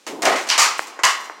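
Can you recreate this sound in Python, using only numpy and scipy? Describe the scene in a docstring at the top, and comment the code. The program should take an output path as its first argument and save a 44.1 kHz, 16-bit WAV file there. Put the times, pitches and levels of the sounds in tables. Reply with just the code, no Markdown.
"""A carport: a metal kick scooter rolls into a parked car, slides down its side and crashes on the concrete.
The door panel booms, the deck scrapes and lands, then the handlebar slams down. Each crash is a gritty
burst of noise with clear metal modes on top, ringing on between car, floor and roof. Dull knocks and a
few dry, close ticks fall in between, and a limiter holds the loudest blows down."""
import sys
import numpy as np
from scipy import signal
from scipy.io import wavfile
from scipy.ndimage import uniform_filter1d

SR = 44100
rng = np.random.default_rng(int(sys.argv[2]) if len(sys.argv) > 2 else 0)


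def wav_out(sig):
    """Save sig, one row per channel (or a flat mono array), as 16-bit PCM at SR to the path in sys.argv[1]."""
    wavfile.write(sys.argv[1], SR, np.round(np.clip(np.atleast_2d(sig).T, -1, 1) * 32767).astype(np.int16))


N = 61739
TIME = np.arange(N) / SR
BAND_EDGES_HZ = 35 * 2 ** (np.arange(37) / 4)
BAND_CENTRES_HZ = np.sqrt(BAND_EDGES_HZ[1:] * BAND_EDGES_HZ[:-1])

# noise colours of the outdoor air, the wheels and each kind of contact: f/Hz, level/dB (density)
AIR_COLOUR = [(40, -27), (130, 0), (300, 1.5), (1000, -4), (2500, -5.5), (7000, -8), (15000, -28)]
WHEEL_COLOUR = [(60, -14), (150, -1.5), (220, -7.5), (300, 3.5), (420, 1), (600, -8.5), (900, -5.5),
                (1400, -22), (4000, -31), (15000, -44)]
KNOCK_COLOUR = [(100, -28), (350, 14), (600, 15), (1050, 20.5), (1500, 9), (2000, 16), (3000, -13),
                (7000, -6), (15000, -57)]
SCRAPE_COLOUR = [(150, -37), (300, -48), (550, -46), (900, 7), (1400, 0.5), (2000, 3.5), (2800, 6.5),
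                 (3400, -2.5), (4600, 3), (7000, -8), (10000, -21), (15500, -44)]
PANEL_COLOUR = [(150, -24), (215, -12.5), (290, -11.5), (460, -7), (670, 2), (850, 0.5), (1200, -0.5),
                (1600, -1.5), (2200, 0), (3500, -9.5), (7200, -13), (10000, -25.5), (15500, -36.5)]
DECK_COLOUR = [(150, -35), (300, -22), (600, -10.5), (880, -0.5), (1200, 1.5), (1550, -3.5), (2100, 1.5),
               (2800, -1), (3500, -6), (5000, -0.5), (7200, -0.5), (10000, -15.5), (15500, -27.5)]
BAR_COLOUR = [(150, -29), (300, -28), (500, -18), (800, -8), (1100, 1.5), (1550, -8.5), (1950, 2),
              (2350, -21.5), (2800, -8), (3400, -13.5), (4200, -14), (4900, -12), (7200, -13.5),
              (10000, -30.5), (13000, -32.5), (15500, -45)]
# reverb time of the carport: f/Hz, t60/s
CARPORT_T60 = [(100, 0.51), (300, 1.83), (1000, 1.0), (3000, 0.83), (7000, 0.53), (15000, 0.61)]

# dry ticks close to the microphone: t/s, level/dB, low edge f/Hz, high edge f/Hz
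TICK_CUES = [(0.7932, 0, 680, 1940), (0.9906, -20.5, 700, 2150), (1.2979, -14.5, 565, 1710)]
# cracks of first contact: t/s, level/dB, stereo width/0-1
CRACK_CUES = [(0.066, -29, 0.54), (0.085, -32.5, 0.7), (0.221, -19.5, 0), (0.2296, -20, 0),
              (0.253, -11.5, 0), (0.282, -29, 0), (0.5783, -12.5, 0.62), (0.589, -18.5, 0.66),
              (1.0344, -18, 0.37), (1.0515, -3.5, 0)]
# squeaks of metal dragged on concrete: t/s, level/dB, length/s
SQUEAK_CUES = [(0.4896, -12.5, 0.0017), (0.5002, -7.5, 0.0029)]
# blows of rubber and shoes, scraping deck, door, landing deck, handlebar: t/s, level/dB, tilt/(dB/octave)
KNOCK_HITS = [(0.799, -37.5, -15.5), (0.822, -36, 11.5), (0.876, -35.5, -2.5), (0.964, -37.5, 0),
              (0.990, -24, 1.5), (1.299, -35, -1)]
SCRAPE_HITS = [(0.4872, -20.5, 6.5), (0.499, -18, 0.5), (0.5105, -15.5, 0.5), (0.524, -22, -5)]
PANEL_HITS = [(0.066, -28.5, 3.5), (0.2205, -22, 4), (0.231, -19.5, -4), (0.253, -12.5, 1.0),
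              (0.265, -13.5, -4.5), (0.279, -18, -4), (0.318, -17.5, -2), (0.356, -21, 1.2),
              (0.378, -24.5, 0), (0.408, -32, 3.5), (0.468, -30, 2.5)]
DECK_HITS = [(0.579, -9, -1), (0.592, -8.5, 0), (0.618, -10, -0.5), (0.652, -16.5, -3.5), (0.778, -35, 9),
             (0.815, -41, 12), (0.868, -39, 4.5)]
BAR_HITS = [(1.035, -4.5, 1), (1.05, -16, -4), (1.074, -18, -1), (1.203, -43, 9), (1.239, -42.5, 8)]

# clear modes of frame tube, door panel, deck and handlebar: f/Hz, level/dB, t60/s
TUBE_MODES = [(1087, 3, 1.2), (2062, -1, 1.1), (2272, -1, 1), (2821, -3, .9), (4113, -2, 1),
              (4915, -3, .95), (5760, -3, 1), (7418, -6, .8)]
PANEL_MODES = [(278, -11, .36), (388, -9, .45), (550, -5, .35), (635, -3, .4), (691, 0, .36), (792, -9, .3),
               (1056, -7, .45), (1262, -7, .35), (1870, -7, .4), (2017, -10, .45)]
DECK_MODES = [(912, -8, .28), (1108, -2, .36), (1189, 0, .38), (1259, -1, .42), (1322, -7, .35),
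              (1387, -7, .35), (1818, -7, .33), (2022, -7, .35), (4489, -4, .3), (4779, -6, .3),
              (5017, -5, .26), (7085, -6, .25)]
BAR_MODES = [(1008, -1, .36), (1117, 1, .46), (1244, 0, .34), (1437, -5, .33), (1819, -4, .33),
             (1888, 0, .3), (1947, 0, .38), (2068, -5, .34), (2519, -8, .29), (2662, 2, .26),
             (2916, 0, .35), (2945, -4, .3), (3553, -7, .38), (4760, -3, .27), (7139, -8, .22)]


def from_db(db):
    """Decibels to amplitude."""
    return 10 ** (np.asarray(db) / 20)


def per_band(table):
    """Read a table at the band centres, on a log-frequency axis."""
    hz, values = np.transpose(table)
    return np.interp(np.log(BAND_CENTRES_HZ), np.log(hz), values)


def decay(age, t60):
    """Amplitude that falls 60 dB in t60."""
    return np.exp(-np.log(1000) * age / t60)


def band_noise(low_hz, high_hz):
    """Band-passed noise of rms 1."""
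    bandpass = signal.butter(2, [low_hz, high_hz], "band", fs=SR, output="sos")
    noise = signal.sosfilt(bandpass, rng.standard_normal(N + SR // 10))[-N:]
    return noise / noise.std()


def noise_bank():
    """Quarter-octave bands of noise."""
    return np.array([band_noise(low, high) for low, high in zip(BAND_EDGES_HZ, BAND_EDGES_HZ[1:])])


def band_gains(colour, tilt_db=0):
    """Band gains of total power 1 for a colour, brightened by tilt_db per octave."""
    gains = from_db(per_band(colour) + tilt_db * np.log2(BAND_CENTRES_HZ)) * np.sqrt(BAND_CENTRES_HZ)
    return gains / np.linalg.norm(gains)


def clatter(hits, colour, t60, tail_db, attack_s=0.0015, grit_s=0.001, grit_db=1):
    """Each blow sets off a short, gritty wash of countless modes and a longer tail under the roof."""
    tail = from_db(tail_db) * decay(TIME, per_band(CARPORT_T60)[:, None])
    attack = 1 - np.exp(-TIME / attack_s)
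    hit_power = (decay(TIME, t60) ** 2 + tail ** 2) * attack ** 2
    power = np.zeros_like(hit_power)
    for t, db, tilt_db in hits:
        start = int(t * SR)
        gains = from_db(db) * band_gains(colour, tilt_db)
        power[:, start:] += gains[:, None] ** 2 * hit_power[:, :N - start]
    flutter = uniform_filter1d(rng.standard_normal(N), int(grit_s * SR))
    grit = from_db(grit_db * flutter / flutter.std())
    wash = (np.sqrt(power) * noise_bank()).sum(0)
    return wash * grit / np.sqrt(np.mean(grit ** 2))


def ringing(hits, modes, level_db, waver_s=0.039, waver_db=2, linewidth_hz=2.51):
    """Each blow feeds energy into the body's clear modes, which waver in level and phase."""
    out = np.zeros(N)
    for hz, mode_db, t60 in modes:
        blows = np.zeros(N)
        for t, db, _ in hits:
            blows[int(t * SR)] += from_db(level_db + db + mode_db) ** 2
        energy = signal.lfilter([1], [1, -decay(1 / SR, t60) ** 2], blows)
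        waver = uniform_filter1d(rng.standard_normal(N), int(waver_s * SR), mode="wrap")
        envelope = np.sqrt(energy) * from_db(waver_db * waver / waver.std())
        phase_drift = np.cumsum(rng.standard_normal(N)) * np.sqrt(2 * np.pi * linewidth_hz / SR)
        out += envelope * np.sin(2 * np.pi * hz * TIME + phase_drift)
    return out


def air(level_db=-54.5):
    """A faint, steady bed of outdoor noise."""
    return from_db(level_db) * (band_gains(AIR_COLOUR) @ noise_bank())


def wheels(start_s=0.066, tip_s=0.34, release_s=0.073, level_db=-33):
    """Small hard wheels rumble on concrete until the scooter tips over."""
    gate = (TIME > start_s) * np.exp(-np.maximum(TIME - tip_s, 0) / release_s)
    return from_db(level_db) * gate * (band_gains(WHEEL_COLOUR) @ noise_bank())


def knocks():
    """Rubber and shoes land with dull, quickly damped knocks."""
    return clatter(KNOCK_HITS, KNOCK_COLOUR, t60=0.089, tail_db=-11.5)


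def ticks():
    """Close, heavily damped taps, over within a cycle or two."""
    out = np.zeros(N)
    for t, db, low_hz, high_hz in TICK_CUES:
        highpass = signal.butter(3, low_hz, "high", fs=SR, output="sos")
        lowpass = signal.butter(4, high_hz, fs=SR, output="sos")
        impulse = signal.unit_impulse(N, int(t * SR)) + 1e-18
        tap = signal.sosfilt(np.vstack([highpass, lowpass]), impulse)
        out += from_db(db) * tap / np.abs(tap).max()
    return out


def frame_tube():
    """Blows to deck and handlebar leave a thin, long ring in the frame tube."""
    return ringing(DECK_HITS + BAR_HITS, TUBE_MODES, level_db=-33)


def squeaks():
    """A metal edge catches and slips in short bright bursts."""
    gate = np.zeros(N)
    for t, db, length_s in SQUEAK_CUES:
        progress = np.clip((TIME - t) / length_s, 0, 1)
        gate += from_db(db) * np.sqrt(np.abs(np.sin(np.pi * progress)))
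    return gate * band_noise(low_hz=4620, high_hz=5920)


def scrape():
    """The deck grates along the ground in a quick run of contacts."""
    return clatter(SCRAPE_HITS, SCRAPE_COLOUR, t60=0.29, tail_db=-7)


def cracks(t60=0.015):
    """Hard contacts open with a bright snap, some centred, some wide."""
    mid = band_noise(low_hz=4640, high_hz=7730)
    side = band_noise(low_hz=4640, high_hz=7730) * np.array([[1], [-1]])
    out = np.zeros((2, N))
    for t, db, width in CRACK_CUES:
        envelope = from_db(db) * (TIME >= t) * decay(np.abs(TIME - t), t60)
        out += envelope * (np.sqrt(1 - width ** 2) * mid + width * side)
    return out


def door_panel():
    """The car door booms as the scooter strikes it and slides down."""
    wash = clatter(PANEL_HITS, PANEL_COLOUR, t60=0.3, tail_db=-17)
    return wash + ringing(PANEL_HITS, PANEL_MODES, level_db=-9.5)


def deck():
    """The metal deck lands on the concrete, rattles and rings."""
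    wash = clatter(DECK_HITS, DECK_COLOUR, t60=0.24, tail_db=-15.5)
    return wash + ringing(DECK_HITS, DECK_MODES, level_db=-11.5)


def handlebar():
    """The handlebar slams down with a clang and settles in small bounces."""
    wash = clatter(BAR_HITS, BAR_COLOUR, t60=0.27, tail_db=-18.5)
    return wash + ringing(BAR_HITS, BAR_MODES, level_db=-13)


def scene():
    """The mix: everything sits in the centre, and only the cracks have stereo width."""
    background = air() + wheels() + knocks() + ticks()
    sweeteners = frame_tube() + squeaks() + scrape() + cracks()
    return background + sweeteners + door_panel() + deck() + handlebar()


def record(dry, low_cut_hz=223, high_cut_hz=16000, limit_db=-9, release_db_per_s=83, ceiling=0.73):
    """The microphone drops the bass, a limiter ducks the big blows, peaks are rounded, the top is cut."""
    thinned = signal.sosfilt(signal.butter(4, low_cut_hz, "high", fs=SR, output="sos"), dry)
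    power = uniform_filter1d((thinned ** 2).mean(0), int(0.008 * SR))  # 8 ms detector
    over_db = np.maximum(10 * np.log10(np.abs(power) + 1e-12) - limit_db, 0)
    release = release_db_per_s * TIME
    duck_db = np.maximum.accumulate(over_db + release) - release  # grabs at once, lets go steadily
    rounded = ceiling * np.tanh(thinned * from_db(-duck_db) / ceiling)
    return signal.sosfilt(signal.ellip(10, 0.2, 70, high_cut_hz, fs=SR, output="sos"), rounded)


dry = scene()
out = record(dry)
wav_out(out)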